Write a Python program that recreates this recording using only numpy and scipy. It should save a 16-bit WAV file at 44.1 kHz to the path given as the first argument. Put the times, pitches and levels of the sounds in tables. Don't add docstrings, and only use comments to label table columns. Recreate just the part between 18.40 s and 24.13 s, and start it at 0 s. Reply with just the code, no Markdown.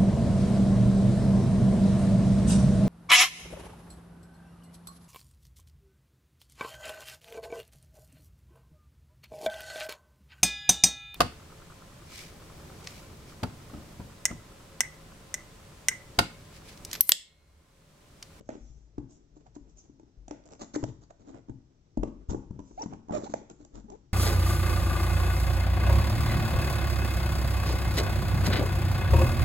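import sys
import numpy as np
from scipy import signal
from scipy.fft import rfft, irfft
from scipy.io import wavfile
from scipy.ndimage import uniform_filter1d, map_coordinates

SR = 44100
rng = np.random.default_rng(int(sys.argv[2]) if len(sys.argv) > 2 else 0)


def generate_wav(signal):
    frames = np.transpose(np.atleast_2d(signal))
    scaled = np.clip(frames, -1, 1) * 32767
    pcm = np.round(scaled).astype(np.int16)
    wavfile.write(sys.argv[1], SR, pcm)


N = 252693
TIME = np.arange(N) / SR

# (time [s], level [dB], pitch of the hollow under that grip [Hz],
# hardness [0 finger pad - 1 nail or card edge])
KNOCKS = [(0.0901, -34, 264, 0.39), (0.151, -60, 250, 0), (0.166, -50.5, 290, 0), (0.5805, -29, 283, 0.065),
          (0.966, -48, 307, 0.15), (1.164, -38, 283.6, 0.11), (1.496, -46.5, 275, 0.0097),
          (1.596, -50, 332, 0.46), (1.631, -49, 276, 0.1), (1.88, -45, 260, 0.82),
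          (1.909, -33.5, 297, 0.53), (2.232, -43, 250, 0.38), (2.3606, -23, 300, 0.17),
          (2.428, -29, 304, 0.1), (2.438, -39.5, 262, 0.87), (2.873, -47, 273, 0.25),
          (2.902, -43, 265, 0.12), (2.944, -43.5, 271.5, 0.38), (3.084, -42.5, 244, 0.14),
          (3.0946, -33, 262, 0.077), (3.5727, -21, 245, 0.0095), (3.632, -23, 330, 0.21),
          (3.676, -35.5, 255, 0.015), (3.893, -41.5, 272, 0.2), (3.915, -27, 200, 0.011),
          (3.931, -31.5, 335, 0.26), (3.946, -25.5, 315, 0), (4.034, -48, 221, 0), (4.108, -32, 185, 0),
          (4.191, -36.5, 276, 0.3), (4.201, -38, 224, 0.16), (4.31, -44.5, 299, 0.17),
          (4.459, -29, 203, 0.11), (4.527, -42, 266, 0.088), (4.534, -37, 200, 0.37),
          (4.684, -43, 259, 0.34), (4.695, -37, 300, 0.12), (4.708, -26.5, 205, 0.055),
          (4.78, -31.5, 266, 0.33), (4.835, -34, 320, 0), (4.897, -37, 237, 0.17),
          (4.9378, -32.5, 255, 0.68), (5.015, -44, 370, 0.033), (5.098, -49, 366, 0.9),
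          (5.203, -46, 292, 0.035), (5.248, -57, 337, 0.98), (5.354, -52.5, 282, 0.85),
          (5.38, -43, 268.4, 0.22), (5.444, -43, 225, 0.0054), (5.5, -49, 244, 0.81)]
# (multiple of the hollow pitch, relative level [dB], multiple of the hollow t60)
HOLLOW_MODES = [(0.549, -4, .8), (0.87, -8.5, 1.0), (1.007, 11, 1.0), (1.198, 3.5, 1.0), (1.552, -18.5, .6)]
# (mean frequency [Hz], mean relative level [dB], t60 [s])
PANEL_MODES = [(606, 6.5, 0.02), (741, 10.5, 0.02), (870, 19.5, 0.017), (1180, 8.5, 0.0043),
               (1170, -29.5, 0.0094), (1710, -10.5, 0.002), (2220, -19.5, 0.0067), (3000, -25.5, 0.0054)]
# (frequency [Hz], level [dB])
TICK_SPECTRUM = [(1000, -47), (2500, 7), (4600, 7), (6000, 16.5), (7600, 15), (9000, -48)]
# (frequency [Hz], level [dB])
RASP_SPECTRUM = [(200, -22.5), (450, -8), (620, 7), (850, 1.5), (1050, -5), (1350, -6.5), (1800, -16),
                 (2400, -19), (3200, -19), (6000, -38)]
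PAD_CLACK_DB, HARD_CLACK_RISE_DB = -23, 24
PAD_TICK_DB, HARD_TICK_RISE_DB = -36.5, 38
HOLLOW_T60_S = 0.057
PALM_FROM_S, PALM_UNTIL_S, PALM_SHARE = 3.58, 5.05, 0.39

# (time [s], level [dB], t60 of its chatter [s],
# level of the crack thrown at the walls [dB])
SNAPS = [(0.0902, -35.5, 0.053, -28.5), (.103, -45, 0.12, -46), (1.161, -51, 0.022, -47),
         (1.881, -70, .03, -37.5), (1.91, -35.5, 0.019, -30.5), (2.359, -36.5, 0.03, -37),
         (2.439, -33.5, 0.014, -44.5), (3.632, -40, 0.12, -36), (4.9391, -27.5, 0.0099, -25.5),
         (5.1, -57, 0.023, -58)]
# (frequency [Hz], level [dB])
FLAP_SPECTRUM = [(250, -30.5), (470, 15), (650, 19), (950, -6), (1300, 0), (1750, -3.5), (2300, -7),
                 (2900, -16.5), (4000, -18), (7000, -21)]
# (frequency [Hz], level [dB])
OUTWARD_SPECTRUM = [(300, -6.5), (1500, -6.5), (3600, 3), (6500, -8)]

# (time [s], level [dB], pitch of that piece [Hz])
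CLACKS = [(0.58, -54.5, 1050), (.964, -65, 683), (2.704, -63, 1496), (2.707, -47.5, 680),
          (3.573, -36.5, 610), (3.632, -32.5, 628), (3.633, -46, 1057), (3.896, -41, 900),
          (3.91, -49.5, 940), (3.921, -49, 1020), (3.932, -48, 870), (3.9453, -39, 834), (4.034, -56, 840),
          (4.526, -42.5, 773), (4.695, -36, 800), (4.706, -37.5, 820), (4.939, -44, 825)]
CLACK_T60_S = .02

# (peak time [s], length [s], level [dB], edge [0 flat face - 1 cut edge],
# lean: how hard it bears on the hollow [0-1])
SCRAPES = [(0.003, 0.021, -58.5, 0.45, 1), (0.132, 0.096, -53, 0.15, 0.93), (0.973, 0.043, -65, 0.79, 0),
           (1.011, 0.033, -65.5, 0.62, 0.7), (1.07, 0.041, -61, 0.6, 0.07),
           (1.157, 0.037, -61.5, 0.99, 0.26), (1.455, 0.035, -65, 0.74, 0.85),
           (2.072, 0.1, -62.5, 0.14, 0.46), (2.128, 0.09, -54.5, 0.44, 0.39), (2.221, .06, -42, 0.78, 0.3),
           (2.347, .026, -42, 0.95, 0.46), (2.358, .012, -38, 0.94, 0.1), (2.489, 0.04, -52, 0.53, 0.86),
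           (2.631, 0.046, -61, 0.83, 0.4), (2.707, .022, -53.5, 0.55, 0.2), (2.817, 0.06, -62, 0.67, 0.6),
           (2.889, 0.099, -55.5, 0.5, 0.6), (2.954, 0.094, -55, 0, 0.5), (3.677, 0.035, -54.5, 0.4, 0),
           (3.909, 0.048, -47, 0.87, 0.85), (4.399, 0.069, -54.5, 0.86, 0.5),
           (4.437, .03, -45.5, 0.73, 0.7), (4.534, 0.087, -52, 0, 0.62), (4.727, 0.019, -42.5, 0.075, 0.8),
           (4.756, .085, -43, 0.82, 0.64), (4.845, 0.055, -47, 0.79, 0.4), (4.87, 0.037, -48.5, 0.51, .1),
           (4.911, 0.054, -53, 0.92, .8), (4.968, 0.078, -57, 0.84, 0.6), (5.108, 0.033, -54.5, 0.73, 0.84),
           (5.218, .1, -63.5, 0.74, 0.83), (5.372, 0.094, -53.5, 0.65, 0.66), (5.526, 0.089, -61, 0.7, 1)]
# (frequency [Hz], level [dB])
DRONE_SPECTRUM = [(60, -16.5), (140, -9), (200, -7), (290, -2.5), (430, -7), (600, -23), (1200, -47)]
# (frequency [Hz], level [dB])
HISS_SPECTRUM = [(1000, -12), (2500, -8.5), (3600, 7.5), (5100, 8), (6000, 14.5), (7500, 16.5),
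                 (9000, -72.5)]
SCRAPE_RISE_SHARE = 0.5
REF_CATCHES_PER_S, CATCH_REF_DB, DB_PER_TENFOLD_CATCHES = 620, -55, 42
FLAT_HISS_DB, EDGE_HISS_RISE_DB, LEAN_DRONE_DB = -25.5, 26, 11
JERKS_PER_S, JERK_DB = 220, 2.5

# (start [s], length [s], level [dB], mean catch rate [1/s],
# tick against clack [dB])
JUDDERS = [(2.04, .05, -60, 90, 0), (2.108, .048, -57, 115, -2), (2.872, .045, -61, 75, -5),
           (2.937, .056, -57, 150, -18), (4.777, .065, -47, 110, -20)]
JUDDER_SCATTER, JUDDER_SCATTER_DB, JUDDER_T60_S = .25, 2.5, .005

# (peak time [s], length [s], level [dB])
SLIDES = [(0.11, 0.28, -65), (0.262, 0.32, -67), (0.71, 0.11, -61.5), (1.296, 0.068, -69),
          (1.382, 0.12, -62.5), (3.902, 0.05, -48), (4.28, 0.44, -66.5)]
# (frequency [Hz], level [dB])
SKIN_SPECTRUM = [(1000, -16), (3300, -5), (4600, -7), (6000, 6.5), (7500, 1.5), (9000, -28)]
SLIDE_RISE_SHARE = 0.26

# (start [s], length [s], level [dB],
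# pitch at the start [Hz], pitch at the end [Hz], bandwidth [Hz])
SWISHES = [(.7, .08, -68, 7400, 6900, 900), (1.368, .052, -56, 6900, 5600, 900),
           (2.344, .022, -43, 1500, 1300, 800), (2.625, .032, -70, 4600, 4550, 260),
           (4.828, .04, -58, 4300, 3800, 1000)]
SWISH_CATCHES_PER_S, SWISH_RISE_SHARE = 2000, .45

# (start [s], length [s], level [dB], roughness [0-1], overtones [dB per octave],
# left minus right [dB], mean slip rate at the start [Hz], midway [Hz], at the end [Hz])
SQUEAKS = [(1.06, 0.022, -58, .9, 3, 0, 703, 757, 644), (4.375, 0.049, -39, 0, 1, 3, 657, 883, 944),
           (4.408, 0.016, -38.5, 0, 0, 0, 547, 417, 408),
           (4.419, 0.0055, -38.5, 0.2, -3, 9.5, 5870, 5580, 5700),
           (4.424, 0.0084, -37.5, 0.7, -1, 9, 910, 897, 880),
           (4.427, 0.0059, -48, 0.2, -3, -6, 6050, 6100, 5880),
           (4.721, 0.014, -38, 0.9, -3, -3, 665, 635, 555),
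           (4.732, 0.046, -33, 0.41, 1, -9.5, 606, 627.4, 546),
           (4.773, 0.078, -46.5, 0.8, -7, 0, 537, 624, 557), (4.856, 0.025, -44, 0.4, 1, -6, 700, 792, 870),
           (5.482, 0.049, -51.5, 0.3, -7.5, 0.5, 426.5, 401.6, 450),
           (5.516, 0.045, -50.5, 0.4, -7.5, 12, 355, 409, 470)]
# (frequency [Hz], level [dB])
WALL_RADIATION = [(400, 9), (850, 16.5), (1250, -9.5), (1700, -18), (2400, -16.5), (3300, -25.5),
                  (5000, -22.5)]
SLIP_JITTER, FLUTTER_DB, GRIT_SHARE = .09, 4, .4

# (time [s], level [dB], pitch of the bounce [Hz], lid against bounce [dB])
THUDS = [(0.207, -48, 50.5, -36), (0.301, -45, 54.6, -10.5), (0.583, -43.5, 58, 2.5),
         (1.209, -49.5, 53.2, -22), (1.773, -48.5, 47.6, -45.5), (2.432, -51, 57.3, 18.5),
         (3.099, -46, 61, 3.5), (3.582, -29, 45, -7.5), (3.887, -29.5, 64.7, -12.5),
         (3.913, -43, 62.2, -28), (4.104, -42, 76, -6), (5.334, -46.5, 45, -23)]
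REF_BOUNCE_T60_S, BOUNCE_REF_HZ, BOUNCE_DAMP_POWER = 0.5, 52.6, 1.4
LID_HZ, LID_T60_S = 124.6, 0.064

# (time [s], rustle level [dB], sway level of the box [dB])
HAND = [(0.0, -60.5, -60.5), (3.538, -63, -72), (3.83, -55.5, -54), (5.73, -60, -69.5)]

# (frequency [Hz], left minus right [dB])
PORT_BALANCE = [(30, 8), (120, 6), (300, 6), (560, -2), (900, -4), (1600, -19), (2700, -1), (4700, 4.5),
                (7500, -3)]
MEAN_PORT_LAG_S, PORT_LAG_DRIFT = 0.0004306, .2
# (frequency [Hz], t60 [s], level against the direct sound [dB])
ROOM_BANDS = [(45, 0.9, -12), (114, 0.45, -0.5), (265, 0.48, -7.5), (700, 0.4, -10.5), (1810, 0.57, -6.5),
              (4230, 0.46, -8.5), (6340, 0.39, -5.5)]
# (frequency [Hz], level [dB])
QUIET_SPECTRUM = [(20, -1), (48, 6.5), (80, 2), (140, 5), (200, -8), (330, -23.5), (600, -16), (1200, -25),
                  (2400, -29.5), (4600, -29), (5800, -24.5), (7600, -33)]
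QUIET_DB = -62.5
TOP_HZ = 7900


def undb(db):
    return 10 ** (np.asarray(db) / 20)


def unit(x):
    return x / np.sqrt(np.mean(x ** 2))


def crest(x, size=220):
    power = np.mean(np.atleast_2d(x) ** 2, axis=0)
    return x / np.sqrt(uniform_filter1d(power, size, mode="constant").max())


def along(hz, points):
    f, value = np.transpose(points)
    return np.interp(np.log(hz + 1e-3), np.log(f), value)


def colour(x, points, size=2048):
    cepstrum = irfft(np.log(undb(along(np.fft.rfftfreq(size, 1 / SR), points))))
    cepstrum[1:size // 2] *= 2
    cepstrum[size // 2 + 1:] = 0
    response = irfft(np.exp(rfft(cepstrum)))
    return signal.fftconvolve(np.atleast_2d(x), response[None], axes=1)[:, :x.shape[-1]]


def fade(t, t60):
    return np.exp(-np.log(1000) * t / t60)


def ring(t, modes):
    return sum(undb(db) * fade(t, t60) * np.sin(2 * np.pi * hz * t) for hz, db, t60 in modes)


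def push(x, seconds):
    t = TIME[:SR // 20]
    return signal.fftconvolve(x, t * np.exp(-t / seconds))[:len(x)]


def wander(rate):
    hold = max(int(SR / rate), 2)
    steps = np.repeat(rng.standard_normal(N // hold + 1), hold)
    return unit(uniform_filter1d(steps, hold)[:N])


def add(track, s, sound):
    i = max(int(s * SR), 0)
    track[:, i:i + sound.shape[-1]] += sound[..., :N - i]


def spray(size, apart=0.91):
    common, left, right = rng.standard_normal((size, 3)).T
    return unit(common + apart * np.array([left, right]))


def damping(s):
    return PALM_SHARE if PALM_FROM_S < s < PALM_UNTIL_S else 1


def stroke(t, rise_share, ends_db):
    level_db = np.interp(t / t[-1], [0, rise_share, 1], [ends_db, 0, ends_db])
    return undb(level_db) * signal.windows.tukey(len(t), .15)


def friction(t, rate, aside_db=3, spread_db=4, smooth=0.7):
    times = np.cumsum(rng.gamma(2, SR / rate / 2, 2000)).astype(int)
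    signs = rng.choice([-1, 1], len(times))
    sizes = signs * undb(spread_db * rng.standard_normal(len(times)).clip(-2, 2))
    inside = times < len(t)
    catches = np.zeros(len(t))
    catches[times[inside]] = unit(sizes)[inside] * np.sqrt(SR / rate)
    lean_db = aside_db * rng.standard_normal(SR)[:len(t)].clip(-2, 2)
    aside = undb(lean_db * np.array([[1], [-1]]))
    return catches * unit(aside) + smooth * spray(size=SR, apart=1.5)[:, :len(t)]


def swish(rub, start_hz, end_hz, width_hz):
    centre_hz = np.linspace(start_hz, end_hz, rub.shape[-1])
    carrier = np.cos(2 * np.pi * np.cumsum(centre_hz) / SR)
    low = signal.butter(2, width_hz / 2, fs=SR, output="sos")
    return unit(signal.sosfilt(low, rub) * carrier)


def knocks(swell_s=0.0021, give_s=0.0076, tick_t60=0.0087, crumple_t60=0.019, crumple=0.35,
           scatter_db=0.5, hollow_db=-1):
    out, t = np.zeros((2, N)), TIME[:SR // 5]
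    give = 1 - np.exp(-t / give_s)
    for s, level_db, hz, hardness in KNOCKS:
        t60 = HOLLOW_T60_S * damping(s)
        modes = [(hz * k, db, t60 * share) for k, db, share in HOLLOW_MODES]
        hollow = crest(ring(t, modes) * (1 - np.exp(-t / swell_s)))
        spot = rng.standard_normal((len(PANEL_MODES), 2))
        modes = [(f * (1 + .06 * shift), db + scatter_db * lift, decay)
                 for (f, db, decay), (shift, lift) in zip(PANEL_MODES, spot)]
        panel = crest(ring(t, modes))
        fibres = crest(colour(spray(len(t)) * fade(t, crumple_t60), RASP_SPECTRUM))
        clack = crest(give * (panel + crumple * fibres))
        tick = crest(colour(spray(len(t)) * give * fade(t, tick_t60), TICK_SPECTRUM))
        clack_db = PAD_CLACK_DB + HARD_CLACK_RISE_DB * np.sqrt(hardness)
        tick_db = PAD_TICK_DB + HARD_TICK_RISE_DB * hardness
        blow = undb(hollow_db) * hollow + undb(clack_db) * clack + undb(tick_db) * tick
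        add(out, s, undb(level_db) * blow)
    return out


def snaps(crack_t60=0.0083, chatter_db=-12, crack_db=-3, face_db=-4):
    near, thrown, t = np.zeros((2, N)), np.zeros((2, N)), TIME[:SR // 4]
    pulse = crest(colour(signal.unit_impulse(len(t)), FLAP_SPECTRUM))
    for s, db, t60, thrown_db in SNAPS:
        blow = fade(t, crack_t60) + undb(chatter_db) * fade(t, t60)
        crack = crest(colour(spray(len(t), apart=0.94) * blow, FLAP_SPECTRUM))
        add(near, s, undb(db) * (undb(crack_db) * crack + undb(face_db) * pulse))
        add(thrown, s, undb(thrown_db) * pulse)
    return near, colour(thrown[0], OUTWARD_SPECTRUM)[0]


def clacks(fibre_db=-6):
    out, t = np.zeros((2, N)), TIME[:SR // 20]
    for s, db, hz in CLACKS:
        swell = 1 - np.exp(-t * hz)
        tone = crest(swell * ring(t, [(hz, 0, CLACK_T60_S)]))
        fibres = crest(swish(spray(len(t)), hz, hz, hz / 2) * fade(t, CLACK_T60_S) * swell)
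        add(out, s, undb(db) * (tone + undb(fibre_db) * fibres))
    return out


def scrapes(ends_db=-15):
    out, jerks = np.zeros((2, N)), undb(JERK_DB * wander(JERKS_PER_S).clip(-2, 2))
    for peak, length, db, edge, lean in SCRAPES:
        t, start = TIME[:int(length * SR)], peak - SCRAPE_RISE_SHARE * length
        rate = REF_CATCHES_PER_S * 10 ** ((db - CATCH_REF_DB) / DB_PER_TENFOLD_CATCHES)
        rub = friction(t, rate) * jerks[max(int(start * SR), 0):][:len(t)]
        drone = lean * undb(LEAN_DRONE_DB) * unit(colour(rub, DRONE_SPECTRUM))
        rasp = unit(colour(rub, RASP_SPECTRUM))
        hiss = undb(FLAT_HISS_DB + EDGE_HISS_RISE_DB * edge) * unit(colour(rub, HISS_SPECTRUM))
        add(out, start, undb(db) * stroke(t, SCRAPE_RISE_SHARE, ends_db) * (drone + rasp + hiss))
    return out


def judders(ends_db=-5):
    out, t = np.zeros((2, N)), TIME[:SR // 40]
    for start, length, db, rate, tick_db in JUDDERS:
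        gaps, sizes = rng.standard_normal((2, 12)).clip(-2, 2)
        offsets = (np.arange(len(gaps)) + JUDDER_SCATTER * gaps) / rate
        for offset, size in zip(offsets, sizes):
            jump = spray(len(t)) * fade(t, JUDDER_T60_S)
            if offset < length:
                level_db = db + JUDDER_SCATTER_DB * size + ends_db * abs(2 * offset / length - 1)
                clack, tick = (crest(colour(jump, spectrum)) for spectrum in (FLAP_SPECTRUM, TICK_SPECTRUM))
                add(out, start + offset, undb(level_db) * (clack + undb(tick_db) * tick))
    return out


def slides(catches_per_s=2200, ends_db=-15, hiss_db=-2, rasp_db=-7):
    out = np.zeros((2, N))
    for peak, length, db in SLIDES:
        t = TIME[:int(length * SR)]
        rub = friction(t, catches_per_s)
        hiss = undb(hiss_db) * unit(colour(rub, SKIN_SPECTRUM))
        rasp = undb(rasp_db) * unit(colour(rub, RASP_SPECTRUM))
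        pressure = stroke(t, SLIDE_RISE_SHARE, ends_db)
        add(out, peak - SLIDE_RISE_SHARE * length, undb(db) * pressure * (hiss + rasp))
    return out


def swishes(ends_db=-10):
    out = np.zeros((2, N))
    for start, length, db, *band in SWISHES:
        t = TIME[:int(length * SR)]
        pressure = stroke(t, SWISH_RISE_SHARE, ends_db)
        add(out, start, undb(db) * pressure * swish(friction(t, SWISH_CATCHES_PER_S), *band))
    return out


def squeaks(taper=0.17):
    out, unsteady, flutter = np.zeros((2, N)), SLIP_JITTER * wander(600), FLUTTER_DB * wander(350)
    grit = colour(rng.standard_normal(N), FLAP_SPECTRUM)[0]
    for s, length, db, rough, overtone_db, pan_db, *slip_hz in SQUEAKS:
        on = (TIME > s) & (TIME < s + length)
        hz = np.interp((TIME[on] - s) / length, [0, .5, 1], slip_hz)
        phase = 2 * np.pi * np.cumsum(hz * (1 + rough * unsteady[on])) / SR
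        partials = 0
        for k in range(1, 7):
            if k * hz.min() < TOP_HZ:
                partial_db = along(k * hz, WALL_RADIATION) + overtone_db * np.log2(k)
                partials = partials + undb(partial_db) * np.sin(k * phase)
        slip_grit = unit(grit[on] * (1 + np.cos(phase)) ** 2)
        tone = unit(partials) + GRIT_SHARE * rough * slip_grit
        tone = unit(tone * undb(rough * flutter[on])) * signal.windows.tukey(len(hz), taper)
        out[:, on] += tone * undb(db + pan_db * np.array([[.5], [-.5]]))
    return out


def thuds(contact_s=0.00068):
    out, t = np.zeros((2, N)), TIME[:SR // 2]
    for s, db, hz, lid_db in THUDS:
        t60 = REF_BOUNCE_T60_S * (BOUNCE_REF_HZ / hz) ** BOUNCE_DAMP_POWER * damping(s)
        bounce = crest(push(ring(t, [(hz, 0, t60)]), contact_s), size=880)
        lid = crest(push(ring(t, [(LID_HZ, 0, LID_T60_S)]), contact_s), size=880)
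        add(out, s, undb(db) * (bounce + undb(lid_db) * lid))
    return out


def handling(rustle_gain_db=-6.5, rasp_share_db=-12, sway_gain_db=-1, restless_db=3):
    s, *columns = np.transpose(HAND)
    rustle_db, sway_db = (np.interp(TIME, s, column) for column in columns)
    skin = rng.standard_normal(N) * undb(restless_db * wander(30))
    rustle = unit(colour(skin, DRONE_SPECTRUM)) + undb(rasp_share_db) * unit(colour(skin, RASP_SPECTRUM))
    low_band = signal.butter(2, [40, 60], "band", fs=SR, output="sos")
    sway = unit(signal.sosfilt(low_band, rng.standard_normal(N)))
    return undb(rustle_db + rustle_gain_db) * rustle + undb(sway_db + sway_gain_db) * sway


def ports(x):
    balance = undb(along(np.fft.rfftfreq(2 * N, 1 / SR), PORT_BALANCE))
    gains = np.array([balance, np.ones(len(balance))]) / np.sqrt((1 + balance ** 2) / 2)
    left, right = irfft(rfft(x, 2 * N) * gains)[:, :N]
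    lag_s = MEAN_PORT_LAG_S * (1 + PORT_LAG_DRIFT * wander(5))
    return np.array([map_coordinates(left, [(TIME - lag_s) * SR]), right])


def room(x, build_s=0.0043, apart_hz=900):
    t, hz = TIME[:SR], np.fft.rfftfreq(SR, 1 / SR)
    common, apart = rfft(rng.standard_normal((2, SR)))
    width = np.clip(hz / apart_hz, 0, 1)
    field = (common + width * apart * np.array([[1], [-1]])) / np.sqrt(1 + width ** 2)
    field = field * undb(np.outer([.5, -.5], along(hz, PORT_BALANCE) * (1 - width)))
    tail = 0
    for centre, t60, db in ROOM_BANDS:
        band = along(hz, [(row[0], float(row[0] == centre)) for row in ROOM_BANDS])
        decay = fade(t, t60) * (1 - np.exp(-(t / build_s) ** 2))
        tail = tail + undb(db) * irfft(field * band) * decay / np.linalg.norm(decay)
    return signal.fftconvolve(x[None], tail, axes=1)[:, :N]


def quiet(own_db=-1, split_hz=500):
    common, left, right = unit(colour(rng.standard_normal((3, N)), QUIET_SPECTRUM, size=8192))
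    low, high = (signal.butter(2, split_hz, kind, fs=SR, output="sos") for kind in ("low", "high"))
    shared = ports(signal.sosfilt(low, common))
    return undb(QUIET_DB) * (shared + undb(own_db) * signal.sosfilt(high, [left, right]))


def scene():
    box = knocks() + clacks() + scrapes() + judders() + slides() + swishes() + thuds()
    flap, thrown = snaps()
    fingertips = squeaks()
    outward = box.mean(axis=0) + thrown + undb(-11) * fingertips.mean(axis=0)
    return ports(box + flap + fingertips + handling()) + room(outward) + quiet()


def record(dry):
    return signal.sosfilt(signal.ellip(10, .2, 70, TOP_HZ, fs=SR, output="sos"), dry)


dry = scene()
out = record(dry)
generate_wav(out)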